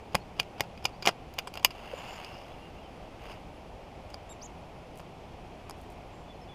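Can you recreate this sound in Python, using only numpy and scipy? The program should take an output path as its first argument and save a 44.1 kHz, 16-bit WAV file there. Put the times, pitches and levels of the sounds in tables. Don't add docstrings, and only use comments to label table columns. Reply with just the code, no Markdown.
import sys
import numpy as np
from scipy import signal
from scipy.fft import rfft, irfft
from scipy.io import wavfile
from scipy.ndimage import uniform_filter1d

SR = 44100
rng = np.random.default_rng(int(sys.argv[2]) if len(sys.argv) > 2 else 0)


def dump(signal):
    limited = np.clip(np.atleast_2d(signal).T, -1, 1)
    pcm = np.round(limited * 32767).astype(np.int16)
    wavfile.write(sys.argv[1], SR, pcm)


N = 288458
TIME = np.arange(N) / SR


def undb(db):
    return 10 ** (np.asarray(db) / 20)


def level(x, db):
    return x * undb(db) / np.sqrt(np.mean(x ** 2))


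def add(out, start_s, x):
    i = int(start_s * SR)
    out[i:i + len(x)] += x[:len(out) - i]


def walk(rate):
    hold = int(SR / rate)
    steps = np.repeat(rng.standard_normal(N // hold + 1), hold)
    slewed = uniform_filter1d(uniform_filter1d(steps, hold), hold)
    return level(slewed[:N], 0)


def colour(x, points):
    hz, db = np.transpose(points)
    bins_hz = np.maximum(np.arange(len(x) // 2 + 1) * SR / len(x), 1)
    gain = undb(np.interp(np.log(bins_hz), np.log(hz), db))
    return irfft(rfft(x) * gain, len(x))


def resonate(x, hz, width_hz):
    return signal.lfilter(*signal.iirpeak(hz, hz / width_hz, fs=SR), x)


def noise_band(hz, width_hz, drive=1):
    noise = drive * rng.standard_normal(N)
    return resonate(resonate(noise, hz, width_hz), hz, width_hz)


def scatter(x, decay_s):
    t = TIME[:SR // 3]
    echoes = rng.standard_normal(len(t)) * np.exp(-t / decay_s) * (t > .002)
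    return signal.fftconvolve(x, echoes / np.linalg.norm(echoes))[:N]


def friction(rate, spread_db):
    slips = rng.random(N) < rate / SR
    return slips * rng.standard_normal(N) * undb(spread_db * rng.standard_normal(N))


def swells(rows):
    gain = 0
    for peak_s, attack_s, release_s, level_db in rows:
        gain = gain + undb(level_db) * np.interp(TIME - peak_s, [-attack_s, 0, release_s], [0, 1, 0])
    return gain


# pitch_hz, level_db
HISS_SHAPE = [(15, -7), (45, 1), (120, -3), (300, -7.5), (520, -7.5), (760, -5), (1050, -14), (1650, -24),
              (2450, -19.5), (3300, -24.5), (3800, -30.5), (4900, -31), (8000, -41), (15000, -50)]
HISS_DB = -46.5


def air(swell_db=-0.32, whine_hz=10350, whine_waver=.012, whine_db=-86, hum_db=-65):
    hiss = level(colour(rng.standard_normal(N), HISS_SHAPE), HISS_DB) * undb(swell_db * walk(2.71))
    hum = noise_band(hz=167.6, width_hz=10)
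    whine_pitch = whine_hz * (1 + whine_waver * walk(25) + 0.0017 * walk(500))
    whine = np.sin(2 * np.pi * np.cumsum(whine_pitch) / SR) * undb(3.4 * walk(25.11))
    return hiss + level(hum, hum_db) + level(whine, whine_db)


LEAD = SR // 50
# pitch_hz, t60_s, strike_db (relative, before tilt and scatter)
FRAME_MODES = [(160, 0.02, -26), (409, 0.039, -25), (638, 0.011, -13), (801, 0.013, -7), (1040, 0.0083, -3),
               (1296, 0.0074, -11.5), (1440, 0.007, -21.5), (2070, 0.0032, -10.5), (2434, 0.018, -11),
               (2750, 0.13, -38.5), (2865, 0.0082, -2.5), (3150, 0.011, -12.5), (4790, 0.0075, -5),
               (4994, .01, -12), (5040, 0.046, -30), (5630, 0.0084, -11), (5860, 0.012, -18.5),
               (6700, 0.0061, -9), (7100, 0.046, -44.5), (7945, .005, -12), (9700, 0.0033, -6.5),
               (10250, .004, -13), (12200, 0.0074, -19.5), (13600, 0.0023, -15.5), (13780, 0.009, -18),
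               (14620, 0.0044, -25)]


def click(part_hz, treble_db, bass_db, rattle_db, rattle_s, part_db=1, part_t60=0.0078,
          contact_s=0.00053, scatter_db=3.37, grip=.1, treble_hz=3000, bass_hz=2000,
          slide_db=-16, slide_s=0.0021, snap=3, rebound_hz=8000, uneven_db=4):
    t = TIME[:SR // 8]
    hz, t60, db = np.array([*FRAME_MODES, (part_hz, part_t60, part_db)]).T
    db = db + treble_db * np.maximum(np.log2(hz / treble_hz), 0)
    db = db + bass_db * np.maximum(np.log2(bass_hz / hz), 0)
    db = db + scatter_db * rng.standard_normal(len(hz))
    hz = hz + grip / t60 * rng.standard_normal(len(hz))
    decays = np.exp(-np.log(1000) * np.outer(1 / t60, t))
    ring = undb(db) @ (np.sin(2 * np.pi * np.outer(hz, t)) * decays)
    ring *= 1 - np.exp(-t / contact_s)

    since = t - LEAD / SR
    grit = rng.standard_normal(len(t)) * undb(uneven_db * rng.standard_normal(len(t)))
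    slide = grit * np.exp(-abs(since) / slide_s) * (since < 0)
    chatter = grit * np.exp(-abs(since) / rattle_s) * np.clip(since / 0.00033, 0, 1)
    duller = signal.butter(1, rebound_hz, fs=SR)
    rebounds = signal.lfilter(*duller, chatter / np.linalg.norm(chatter))
    slide_gain = undb(slide_db - snap * max(treble_db, 0))
    force = slide_gain * slide / np.linalg.norm(slide) + undb(rattle_db) * rebounds
    force[LEAD] += 1
    sound = signal.fftconvolve(force, ring)[:len(t)]
    return sound / np.sqrt(np.mean(sound[LEAD:LEAD + SR // 300] ** 2))


TAKE_UP_HZ, TAKE_UP_TREBLE_DB, TAKE_UP_BASS_DB = 2720, -1, 5.5
REBOUND_DB, REBOUND_FADE_DB, REBOUND_TREBLE_DB, REBOUND_BASS_DB = -8.5, -0.1, 1, 4
REBOUND_PITCH = 0.91
# start_s, level_db,
# part pitch_hz, treble_db per octave, bass_db per octave, play_s before the strike,
# take_up_db re the strike, gap_s between rebounds, rebounds (count)
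HANDLE_KNOCKS = [ (0.152, -17, 2170, 2, 5.5, .0057, -4.5, 0.0033, 1),
                 (0.3985, -19.5, 2620, -1, -6.5, .0044, -14, 0.0023, 1),
                 (0.6067, -20, 2150, 2, 3.5, .0100, -17, .002, 1),
                 (0.8542, -21, 2640, -1.5, -8, .0023, -3.5, 0.002, 1),
                 (1.0734, -13.5, 2280, -2.5, 1, 0.0053, -13, .0043, 4),
                 (1.3875, -25.5, 2780, 1, -3, .004, -9, .0058, 1)]


def knocks():
    for (start_s, level_db, pitch_hz, treble_db, bass_db,
         play_s, take_up_db, gap_s, rebounds) in HANDLE_KNOCKS:
        take_up = click(TAKE_UP_HZ, TAKE_UP_TREBLE_DB, TAKE_UP_BASS_DB, rattle_db=9, rattle_s=0.0021)
        yield start_s - play_s, level_db + take_up_db, take_up
        strike = click(pitch_hz, treble_db, bass_db, rattle_db=-9.5, rattle_s=0.0034, part_db=3,
                       part_t60=0.0064, slide_db=-9, slide_s=0.0011, snap=1.3)
        yield start_s, level_db, strike
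        for k in range(round(rebounds)):
            rebound = click(REBOUND_PITCH * pitch_hz, treble_db + REBOUND_TREBLE_DB,
                            bass_db + REBOUND_BASS_DB, rattle_db=-3, rattle_s=0.0048, part_db=0)
            yield start_s + (k + 1) * gap_s, level_db + REBOUND_DB + k * REBOUND_FADE_DB, rebound


JOSTLE_BEFORE_S, JOSTLE_AFTER_S, JOSTLE_DB, JOSTLE_SPREAD_DB = .035, 0.041, -29.5, 5


def jostle(count=7):
    for start_s, level_db, *_ in HANDLE_KNOCKS:
        for k, (place, size) in enumerate(rng.random((count, 2))):
            offset_s = (JOSTLE_BEFORE_S + JOSTLE_AFTER_S) * (k + place) / count - JOSTLE_BEFORE_S
            touch_db = level_db + JOSTLE_DB + JOSTLE_SPREAD_DB * (2 * size - 1)
            sound = click(part_hz=2660, treble_db=-0.5, bass_db=7.5, rattle_db=1, rattle_s=0.01, part_db=4)
            yield start_s + offset_s, touch_db, sound


# start_s, length_s, level_db, start_hz, end_hz
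BIRD_WHISTLES = [ (.198, 0.029, -62, 4300, 4300), (0.823, .03, -64, 5150, 5600),
                 (.925, 0.045, -63, 4200, 5050), (2.25, 0.13, -52.5, 2610, 2870),
                 (2.489, 0.048, -62, 3280, 3410), (2.615, 0.063, -57, 2750, 2800),
                 (2.76, 0.041, -57, 2630, 2800), (2.806, 0.085, -61, 3330, 2830),
                 (6.11, .13, -72, 7330, 7350), (6.28, .055, -57, 3460, 3380),
                 (6.343, .028, -65, 4120, 4230), (6.412, 0.033, -58.5, 5280, 5150),
                 (6.48, 0.059, -55, 3430, 3376)]
WHISTLE_ARCH = 0.0113
# start_s, rise_s, fall_s, level_db, start_hz, top_hz, end_hz, octave_db re the fundamental
BIRD_CHIRPS = [(4.29, 0.016, 0.029, -57.5, 3340, 3770, 3450, 8.5),
               (4.41, 0.044, 0.016, -46, 3700, 7260, 4800, -18)]
OVERTONE_STEP_DB = -8


def notes():
    for start_s, length_s, level_db, start_hz, end_hz in BIRD_WHISTLES:
        u = np.linspace(0, 1, int(length_s * SR))
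        glide = start_hz + (end_hz - start_hz) * u
        yield start_s, glide * (1 + WHISTLE_ARCH * np.sin(np.pi * u)), [level_db]
    for start_s, rise_s, fall_s, level_db, start_hz, top_hz, end_hz, octave_db in BIRD_CHIRPS:
        up = start_hz + (top_hz - start_hz) * np.sin(np.linspace(0, np.pi / 2, int(rise_s * SR)))
        down = top_hz + (end_hz - top_hz) * np.linspace(0, 1, int(fall_s * SR)) ** 2
        overtones = [level_db + octave_db + k * OVERTONE_STEP_DB
                     for k in range(3) if (k + 2) * top_hz < SR / 2]
        yield start_s, np.concatenate([up, down]), [level_db] + overtones


def birds(flutter_db=2, echo_db=-14, echo_s=0.014, rough=0.055, waver_hz=25, air_hz=9500):
    out, waver, flutter = np.zeros(N), walk(900), undb(flutter_db * walk(200))
    for start_s, glide_hz, harmonics in notes():
        span = (np.arange(len(glide_hz)) + int(start_s * SR)) % N
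        pitch_hz = glide_hz + (waver_hz + rough * np.ptp(glide_hz)) * waver[span]
        phase = 2 * np.pi * np.cumsum(pitch_hz) / SR
        note = sum(undb(db) * np.sin(k * phase) for k, db in enumerate(harmonics, 1))
        add(out, start_s, note * flutter[span] * signal.windows.tukey(len(phase), .3))
    out = signal.lfilter(*signal.butter(2, air_hz, fs=SR), out)
    return out + undb(echo_db) * scatter(out, echo_s)


# start_s, level_db, pitch_hz, treble_db per octave, bass_db per octave, rattle_db
HOUSING_TICKS = [ (.4305, -46, 2650, 0, -3, -16), (.776, -44, 2480, -2, 6, -4), (.844, -43, 5100, 9, 0, -5),
                 (1.024, -35, 2600, -4, 1, 8), (1.0551, -26.5, 1190, -6, -4, -1),
                 (1.061, -25.5, 2900, 2.5, -5, -21), (1.339, -51, 5100, 11, -3, -10),
                 (1.4726, -35.5, 2740, 3, 6.5, 8.5), (1.5397, -40, 2620, 3, -2, -5),
                 (1.5549, -38.5, 2740, 1, 3, -3), (1.574, -32, 2780, -3, -1, -7),
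                 (1.596, -43, 2720, -2, 4, -1), (1.628, -45, 3020, 1, 2, 10),
                 (1.7056, -40.5, 2760, 1, 6.5, 14), (2.2464, -40, 5040, -1.5, -5.5, -4),
                 (4.1016, -51, 2730, 4.5, 5, 5), (4.1429, -37, 4800, -1.5, 2, -23),
                 (4.996, -42.5, 2680, -1.5, 7.5, -9), (5.0017, -42.5, 2700, -1, 6, -9.5),
                 (5.6964, -38, 790, 4, 4, -6), (5.709, -40, 5130, 3.5, 7, -23)]


def ticks():
    for start_s, level_db, pitch_hz, treble_db, bass_db, rattle_db in HOUSING_TICKS:
        sound = click(pitch_hz, treble_db, bass_db, rattle_db, rattle_s=0.0061, part_db=-1.5,
                      part_t60=.008, slide_db=-9.5, slide_s=.0025, snap=1)
        yield start_s, level_db, sound


SNAP_S = 1.6472
# delay_s, level_db,
# part pitch_hz, ring_db of the part before tilt, t60_s, treble_db per octave, bass_db per octave
SNAP_PARTS = [(0, -21.5, 13100, 20, 0.0025, 8, -3.5), (.0003, -13.5, 6300, -4, .004, 4.5, -3.5),
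              (.0009, -19.5, 2400, 7, .011, -1, 0), (.0014, -20, 1034, 4, 0.0097, -1, 0.5)]


def snap(radiate_hz=330):
    small = signal.butter(2, radiate_hz, "high", fs=SR)
    for delay_s, level_db, pitch_hz, ring_db, t60_s, treble_db, bass_db in SNAP_PARTS:
        sound = click(pitch_hz, treble_db, bass_db, rattle_db=-5, rattle_s=0.0054, part_db=ring_db,
                      part_t60=t60_s, scatter_db=3.5, grip=0.051)
        yield SNAP_S + delay_s, level_db, signal.lfilter(*small, sound)


def reel(scatter_db=-20, scatter_s=0.0088, radiate_hz=130):
    out = np.zeros(N)
    for strike_s, level_db, sound in [*knocks(), *snap(), *ticks(), *jostle()]:
        add(out, strike_s - LEAD / SR, undb(level_db) * sound)
    out = signal.lfilter(*signal.butter(1, radiate_hz, "high", fs=SR), out)
    return out + undb(scatter_db) * scatter(out, scatter_s)


WHIRR_POWER = 0.59
# start_s, run_up_s, coast_s (time constant),
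# top speed 0-1, level_db at top speed
SPOOL_SPINS = [(1.67, 0.44, 0.18, 1, -44.5), (3.19, 0.13, 0.021, .5, -46.5)]


def spin():
    speed = loudness = 0
    for start_s, run_up_s, coast_s, top, level_db in SPOOL_SPINS:
        rise = np.clip((TIME - start_s) / run_up_s, 0, 1)
        run = rise * np.exp(-np.maximum(TIME - start_s - run_up_s, 0) / coast_s)
        speed = speed + top * run
        loudness = loudness + undb(level_db) * run ** WHIRR_POWER
    return speed, loudness


SQUEAL_SPEED, SQUEAL_ONSET, SQUEAL_DB = .62, 0.11, -62
# pitch_hz, width_hz, level_db (relative)
SPOOL_RESONANCES = [(748, 760, 3), (1303, 910, -13.5), (2167, 630, -6), (2773, 610, 0), (3315, 400, -14),
                    (4450, 600, -17), (4890, 650, -13), (6500, 820, -19), (9280, 3300, -26),
                    (13530, 1700, -25.5)]


def spool(turn_hz=75, pulsing=0.083, grain_db=3.0, squeal_hz=7040, squeal_width_hz=420, squeal_flicker_db=3):
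    speed, loudness = spin()
    turn = np.cumsum(turn_hz * (1 + .08 * walk(8.8))) / SR
    scrape = (1 + pulsing * np.sin(2 * np.pi * turn)) * undb(grain_db * walk(600))
    whirr = sum(undb(db) * noise_band(hz, width, scrape) for hz, width, db in SPOOL_RESONANCES)
    squeal = noise_band(squeal_hz, squeal_width_hz, scrape) * undb(squeal_flicker_db * walk(50))
    singing = np.clip((speed - SQUEAL_SPEED) / SQUEAL_ONSET, 0, 1)
    return level(whirr, 0) * loudness + level(squeal, SQUEAL_DB) * singing


PLOP_S = 1.939


def plop(hz=540, length_s=0.0032, peak_db=-27):
    t = TIME - PLOP_S
    return undb(peak_db) * np.exp(-(t / length_s) ** 2) * np.sin(2 * np.pi * hz * t)


# peak_s, attack_s, release_s, level_db
GUIDE_RASPS = [(2.16, .25, 0.054, -62), (2.38, .17, .09, -60), (3.31, .06, .05, -59.5)]
# peak_s, attack_s, release_s, level_db
FINGER_SLIDES = [(4.99, 0.044, .03, -62), (5.82, 0.069, .06, -67), (5.92, .03, .02, -68)]


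def line(rasp_hz=5050, rasp_width_hz=700):
    drag = friction(rate=890, spread_db=5.0)
    rasp = resonate(resonate(drag, rasp_hz, rasp_width_hz), rasp_hz, rasp_width_hz)
    slips = friction(rate=700, spread_db=6)
    crackle = resonate(slips, hz=9000, width_hz=6000)
    return level(rasp, 0) * swells(GUIDE_RASPS) + level(crackle, 0) * swells(FINGER_SLIDES)


def scene():
    return (reel() + spool() + line() + plop() + birds() + air())[None]


TOP_HZ = 15300


def record(dry):
    cut = signal.ellip(8, .2, 70, TOP_HZ, fs=SR, output="sos")
    return signal.sosfilt(cut, np.clip(dry, -1, 1))


dry = scene()
out = record(dry)
dump(out)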